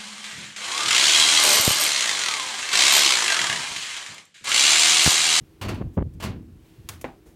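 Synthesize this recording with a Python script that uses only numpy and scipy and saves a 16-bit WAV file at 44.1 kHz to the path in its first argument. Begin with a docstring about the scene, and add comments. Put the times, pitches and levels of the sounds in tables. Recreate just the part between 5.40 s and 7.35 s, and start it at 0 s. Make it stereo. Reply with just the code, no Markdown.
"""Far traffic rumbles and hums around a narrow brick yard. A football clatters against a plastic
wheelie bin and its open lid: the panels ring and the hollow booms. Puffs of wind thump the
microphones, the right one hardest, and make the limiter duck, while shoes and clothes scuff.
The ball clatters on the bin a second time, drops off with a sharp slap and bounces on the
paving, where the air inside it resonates and the walls return the sound."""
import sys
import numpy as np
from scipy import signal
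from scipy.fft import rfft, irfft
from scipy.io import wavfile
from scipy.ndimage import uniform_filter1d, minimum_filter1d

SR = 44100
rng = np.random.default_rng(int(sys.argv[2]) if len(sys.argv) > 2 else 0)


def bounce(signal):
    """Save signal as a 16-bit WAV file at the path given by the first command-line argument."""
    frames = np.transpose(np.atleast_2d(signal))
    limited = np.clip(frames, -1, 1)
    pcm = np.round(limited * 32767).astype(np.int16)
    wavfile.write(sys.argv[1], SR, pcm)


N = 85995
T = np.arange(N) / SR

# Spectrum of far traffic: frequency_hz, gain_db
TRAFFIC_SPECTRUM = [(20, -46), (45, -30.5), (85, -31.5), (200, -45), (350, -38), (600, -54), (1400, -58.5),
                    (3000, -61.5), (6000, -66.5), (15000, -68.5)]
# Tones of the town's hum: pitch_hz, level_db
HUM_TONES = [(156, -62.5), (323, -57.5), (414, -68)]

# Puffs of wind: start_s, length_s, level_db, corner_hz, left_minus_right_db
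WIND_PUFFS = [(.008, 0.031, -39, 88, 9), (0.4, .025, -22.5, 235, -26), (0.433, 0.049, -25.5, 99, -21),
              (.485, .04, -36, 88, -13), (.571, .023, -8.5, 192, -47), (0.592, 0.0383, -16, 161, -34),
              (0.633, 0.057, -23, 107, -26), (0.675, 0.14, -35, 97, -15.5), (1.12, 0.087, -43, 85, 21),
              (1.38, 0.037, -40, 76, 13), (1.438, 0.032, -40, 77, 9)]
# Pops of the diaphragm within the puffs: start_s, level_db, pitch_hz, tick_db
DIAPHRAGM_POPS = [(0.4129, -15, 327, 4.5), (0.417, -9, 198, -4), (.4215, -27, 725, 3),
                  (0.5691, -21, 252, -5.5), (0.5767, 0, 113, 12.5), (0.5864, 0.5, 92.3, 8.5),
                  (0.5924, -12.5, 302, 5), (0.6031, -6, 126, 5), (0.6104, -22, 160, 4),
                  (0.6239, -6.5, 330, 8)]
# Spectrum of each pop's tick: frequency_hz, gain_db
TICK_SPECTRUM = [(100, -18), (400, 1.5), (800, 4.5), (1300, -6), (2200, -13.5), (3300, -24), (4500, -42),
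                 (8000, -63)]

# Blows on the bin and rattles of its lid: start_s, level_db, boom_db, treble_db
BIN_BLOWS = [(0.2132, 0.5, 2.5, 5), (0.2238, 1, -5, -5), (.2445, -1.5, 4, -3), (.2835, 3.5, 6, 0),
             (0.2884, -2.5, -5, -2), (0.326, -19, -0.5, -10), (0.341, -8.5, -16, 0),
             (0.375, -12.5, -7, -12), (.8003, -5, -6.5, 6), (.823, -3, 2.5, 10.5), (.837, 1, 4, 5),
             (.852, -8, -5, 5), (0.887, -15, 2, 4.5), (1.530, -29, -12, 0)]
# Spectra of the plastic and of the hollow: frequency_hz, gain_db
CLATTER_SPECTRUM = [(100, -31.5), (300, -23), (500, -21), (660, -21), (1100, -18.5), (1750, -23.5),
                    (2200, -25.5), (2750, -22.5), (3600, -28.5), (4150, -28), (4500, -28.5), (5100, -31),
                    (11000, -36), (16000, -41)]
BOOM_SPECTRUM = [(25, -21.5), (50, -15.5), (90, -10), (140, -18), (220, -16), (350, -20.5), (600, -41),
                 (2000, -85)]
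# Ring time of the bin between the walls: frequency_hz, t60_s
BIN_DECAY = [(60, 0.58), (120, 0.69), (300, 0.77), (600, 0.29), (1200, 0.3), (3000, 0.27), (6000, 0.16),
             (12000, 0.11)]
# Modes of the bin and lid: pitch_hz, level_db, t60_s
PANEL_MODES = [(103, -36.5, 0.53), (169, -49, 0.45), (209.3, -39, 0.26), (226, -57, 0.32), (334, -47, 0.66),
               (636, -41.5, 0.21), (780, -52, .28), (998, -41.5, 0.33), (1050, -58, 0.26),
               (1220, -50, 0.25), (2182, -43.5, .25), (2430, -50, 0.3), (2680, -42, 0.16),
               (2930, -50, 0.13), (4480, -41.5, 0.18)]

# Scuffs of shoes and clothes: start_s, grit_db, rise_s, t60_s, body_db
SCUFF_STROKES = [(.532, -19.5, 0.0076, 0.19, -25), (.736, -18.5, 0.00079, 0.072, -30),
                 (1.6117, 3.5, 0.0012, .055, -0.5), (1.855, -19.5, 0.0088, 0.37, -10.5)]
# Spectra of a scuff's grit and soft body: frequency_hz, gain_db
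GRIT_SPECTRUM = [(300, -38), (1500, -16.5), (3500, -16.5), (6500, -9), (9000, -11), (15000, -14.5)]
BODY_SPECTRUM = [(60, -24), (170, -0.5), (350, 0), (700, -10), (2000, -16.5), (6000, -29.5)]
# Envelope of the clothing's rustle: time_s, level_db
RUSTLE_ENVELOPE = [(0, -60), (1.1, -80), (1.27, -55.5), (1.42, -59), (1.6, -53.5), (1.95, -73.5)]
# Spectrum of the rustle: frequency_hz, gain_db
RUSTLE_SPECTRUM = [(300, 3), (3000, 3.5), (7000, -4), (15000, -5.5)]

# Spectra of the ball's two impacts and of their reverberation: frequency_hz, gain_db
SLAP_SPECTRUM = [(100, -9), (500, -10), (1100, 7.5), (1800, 2), (3000, 0), (6000, 0.5), (12000, -1),
                 (16000, -11.5)]
SLAP_TAIL_SPECTRUM = [(40, -25), (95, -10), (200, -23), (450, -31), (1200, -23.5), (2500, -30),
                      (6000, -31.5), (14000, -31.5)]
BOUNCE_SPECTRUM = [(60, -15), (250, 10.5), (500, 15), (900, 10), (1400, 10.5), (2200, 5.5), (3200, -8.5),
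                   (5000, -18.5), (14000, -33)]
BOUNCE_TAIL_SPECTRUM = [(60, -25), (250, -21), (750, -16), (1400, -23.5), (2100, -26), (3300, -36),
                        (6000, -45), (14000, -53)]
# Early echoes and later returns from the walls: delay_s, gain_db
SLAP_EARLY = [(.0006, -8.5), (.0029, -10), (.0066, -23)]
SLAP_RETURNS = [(.028, -10.5), (0.044, -12)]
BOUNCE_EARLY = [(.0038, -4), (.0063, -9.5), (0.0103, -13.5)]
BOUNCE_RETURNS = [(.034, -13), (.048, -27)]
# Reverberation time of the yard: frequency_hz, t60_s
YARD_DECAY = [(100, 0.37), (500, .24), (2000, 0.23), (6000, 0.2), (14000, 0.11)]
# Modes of the air in the ball: pitch_hz, level_db, t60_s
BALL_AIR_MODES = [(255, -28, 0.15), (530, -32, 0.024), (786, -34, 0.21), (1040, -51, .15),
                  (1732, -52, 0.11), (1936, -47, 0.12)]

# Shading of nearby sound at the left microphone: frequency_hz, gain_db
LEFT_SHADOW = [(60, 2), (300, -1.5), (700, -1.5), (1400, -1.5), (2800, -8.5), (5600, -9.5), (14000, -15)]


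def amp(db):
    """Amplitude grows tenfold for every 20 dB."""
    return 10 ** (np.asarray(db) / 20)


def value_at(curve, hz):
    """Interpolation of a curve on a logarithmic frequency axis."""
    frequencies, values = np.array(curve).T
    return np.interp(np.log(hz), np.log(frequencies), values)


def colour(x, spectrum, size=8192):
    """Minimum-phase filtering: folding the cepstrum gives a causal response with this spectrum."""
    hz = np.maximum(np.fft.rfftfreq(size, 1 / SR), 1)
    cepstrum = irfft(np.log(amp(value_at(spectrum, hz))))
    cepstrum[1:size // 2] *= 2
    cepstrum[size // 2 + 1:] = 0
    response = irfft(np.exp(rfft(cepstrum)))[None, :size // 2]
    return signal.oaconvolve(x, response, axes=-1)[:, :N]


def butterworth(x, hz, kind="low", order=2):
    """A maximally flat filter falls 6 dB per octave per order beyond its corner."""
    return signal.sosfilt(signal.butter(order, hz, kind, fs=SR, output="sos"), x + 1e-18)


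def diffuse_noise(corner_hz=770):
    """A diffuse field is alike at two microphones only at long wavelengths."""
    right, independent = rng.standard_normal((2, N))
    treble = butterworth(independent, corner_hz, "high", order=1)
    bass = irfft(rfft(right) / np.hypot(1, np.fft.rfftfreq(N, 1 / SR) / corner_hz), N)
    return np.array([bass + treble, right])


def envelope(start, rise, t60):
    """Exponential decay: after a quick rise, the amplitude falls 60 dB in t60 seconds."""
    out, first = np.zeros(N), int(start * SR)
    age = T[:min(N - first, int(2 * t60 * SR))]
    out[first:first + len(age)] = (1 - np.exp(-age / rise)) * np.exp(-np.log(1000) * age / t60)
    return out


def impulses(events):
    """An ideal impulse excites all frequencies alike; events are start_s, level_db."""
    out = np.zeros((2, N))
    for start, db in events:
        out[:, int(start * SR)] += amp(db)
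    return out


def distant_town():
    """Far traffic merges into low noise; random phase modulation makes the hum waver."""
    out = colour(diffuse_noise(), TRAFFIC_SPECTRUM)
    for hz, db in HUM_TONES:
        waver = butterworth(rng.standard_normal(N), 9)
        out += amp(db) * np.sin(2 * np.pi * hz * T + 1.26 * waver / waver.std())
    return out


def wind_eddies():
    """Turbulent pressure rumbles on the microphones, mostly the right one."""
    out = np.zeros((2, N))
    for start, length, db, corner_hz, pan_db in WIND_PUFFS:
        progress = np.clip((T - start) / length, 0, 1)
        swell = np.sqrt(np.maximum(np.sin(np.pi * progress), 0))
        eddy = butterworth(rng.standard_normal(N), corner_hz)
        eddy = butterworth(eddy, 39.5, "high")
        eddy = butterworth(swell * eddy, 3.9 * corner_hz)
        eddy /= np.sqrt(np.sum(eddy ** 2) / (length * SR))  # unit RMS over the puff
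        out += amp([[db + min(pan_db, 0)], [db - max(pan_db, 0)]]) * eddy
    return out


def diaphragm_pops(decay_cycles=0.47, left_db=-36):
    """A wind-struck diaphragm is a heavily damped oscillator: it ticks, flutters and pops."""
    ticks = [(start, tick_db) for start, _, _, tick_db in DIAPHRAGM_POPS]
    flutter = sum(amp(db - 19) * envelope(start, rise=0.00028, t60=0.017) for start, db in ticks)
    rasp = flutter * rng.standard_normal(N)
    pops = colour(amp(-4.5) * impulses(ticks) + rasp, TICK_SPECTRUM)[0]
    for start, db, hz, _ in DIAPHRAGM_POPS:
        cycles = np.maximum(T - start, 0) * hz
        swing = np.sin(2 * np.pi * cycles) * np.exp(-cycles / decay_cycles)
        pops += amp(db) * butterworth(swing, 2200, order=4)
    return amp([[left_db], [0]]) * pops


def dense_ringing(hits, spectrum, decay, rise):
    """Overlapping modes act as noise: hits add in power and each octave decays at its own rate."""
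    noise_bins = rfft(colour(diffuse_noise(), spectrum))
    octave = np.log2(np.clip(np.fft.rfftfreq(N, 1 / SR), 62.5, 16000) / 62.5)
    out = np.zeros((2, N))
    for k in range(9):
        hz = 62.5 * 2 ** k
        t60, treble_share = value_at(decay, hz), hz / (hz + 3000)
        power = sum((amp(db + treble_db * treble_share) * envelope(start, rise, t60)) ** 2
                    for start, db, treble_db in hits)
        band = irfft(noise_bins * np.maximum(1 - abs(octave - k), 0), N)
        out += np.sqrt(power) * band
    return out


def modal_ringing(modes, start, detune):
    """Free vibration is a sum of damped sinusoids, here slightly detuned at every blow."""
    out, first = np.zeros(N), int(start * SR)
    age = T[:min(N - first, N // 3)]
    for (hz, db, t60), deviation in zip(modes, rng.standard_normal(len(modes))):
        tone = np.sin(2 * np.pi * hz * (1 + detune * deviation) * age)
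        out[first:first + len(age)] += amp(db) * tone * np.exp(-np.log(1000) * age / t60)
    return out


def wheelie_bin(rattle_depth=0.18):
    """Impact excitation: each blow cracks, rattles the lid, rings the panels and booms in the hollow."""
    jitter = butterworth(rng.standard_normal(N), 610)
    rattle = np.exp(rattle_depth * jitter / jitter.std() - rattle_depth ** 2)
    panel_hits = [(start, db, treble_db) for start, db, _, treble_db in BIN_BLOWS]
    cavity_hits = [(start, boom_db, 0) for start, _, boom_db, _ in BIN_BLOWS]
    clatter = dense_ringing(panel_hits, CLATTER_SPECTRUM, BIN_DECAY, rise=0.003)
    bursts = sum(amp(db + treble_db - 6) * envelope(start, rise=0.0004, t60=0.032)
                 for start, db, treble_db in panel_hits)
    crack = bursts * colour(diffuse_noise(), CLATTER_SPECTRUM)
    boom = dense_ringing(cavity_hits, BOOM_SPECTRUM, BIN_DECAY, rise=0.0062)
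    tones = sum(amp(db) * modal_ringing(PANEL_MODES, start, detune=0.0028)
                for start, db, _ in panel_hits)
    return rattle * (clatter + crack) + boom + tones


def shoes_and_clothes():
    """Friction makes noise: gritty scuffs with a soft body, over a faint rustle of cloth."""
    grit = colour(diffuse_noise(), GRIT_SPECTRUM)
    body = colour(diffuse_noise(), BODY_SPECTRUM)
    scuffs = sum(envelope(start, rise, t60) * (amp(grit_db - 21) * grit + amp(body_db - 19) * body)
                 for start, grit_db, rise, t60, body_db in SCUFF_STROKES)
    rustle_db = np.interp(T, *np.array(RUSTLE_ENVELOPE).T)
    return scuffs + amp(rustle_db) * colour(diffuse_noise(), RUSTLE_SPECTRUM)


def yard_impact(start, spectrum, early, tail_spectrum, returns, scatter_db, scatter_t60):
    """Reflection follows a pulse with early echoes, scatter from nearby things and reverberation."""
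    arrivals = [(start, 0)] + [(start + delay, db) for delay, db in early]
    pulses = colour(impulses(arrivals), spectrum)
    scatter = colour(diffuse_noise(), spectrum) * envelope(start, rise=0.0011, t60=scatter_t60)
    tail_hits = [(start, 0, 0)] + [(start + delay, db, 0) for delay, db in returns]
    tail = dense_ringing(tail_hits, tail_spectrum, YARD_DECAY, rise=0.0013)
    return pulses + amp(scatter_db) * scatter + tail


def ball_slap(start_s):
    """A brief contact radiates a broad spectrum: the ball drops away with a bright slap."""
    return amp(3) * yard_impact(start_s, SLAP_SPECTRUM, SLAP_EARLY, SLAP_TAIL_SPECTRUM,
                                SLAP_RETURNS, scatter_db=-17, scatter_t60=0.038)


def ball_bounce(start_s):
    """Cavity resonance: striking the paving sets the air in the ball ringing hollowly."""
    thud = yard_impact(start_s, BOUNCE_SPECTRUM, BOUNCE_EARLY, BOUNCE_TAIL_SPECTRUM,
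                       BOUNCE_RETURNS, scatter_db=-25, scatter_t60=0.067)
    return amp(0.5) * thud + modal_ringing(BALL_AIR_MODES, start_s, detune=0.0014)


def scene(left_delay_s=0.00027):
    """The sources superpose; nearby sound reaches the left microphone later and duller."""
    near = wheelie_bin() + shoes_and_clothes() + ball_slap(1.4892) + ball_bounce(1.6433)
    shaded = colour(near[:1], LEFT_SHADOW)[0]
    left = np.interp(T - left_delay_s, T, shaded)
    return np.array([left, near[1]]) + diaphragm_pops() + wind_eddies() + distant_town()


def record(dry, limit_db=-7, release_s=0.09, low_cut_hz=41, top_hz=16000):
    """Peak limiting between two band-edge filters: both channels duck together and recover slowly."""
    dry = butterworth(dry, low_cut_hz, "high")
    peak = -minimum_filter1d(-abs(dry).max(axis=0), size=128)
    excess = np.log(np.maximum(peak / amp(limit_db), 1))
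    # Each excess is held as a gain reduction that decays exponentially.
    reduction = np.maximum.accumulate(excess * np.exp(T / release_s)) * np.exp(-T / release_s)
    gain = np.exp(-uniform_filter1d(reduction, size=128))
    return signal.sosfilt(signal.ellip(8, .2, 70, top_hz, fs=SR, output="sos"), dry * gain)


dry = scene()
out = record(dry)
bounce(out)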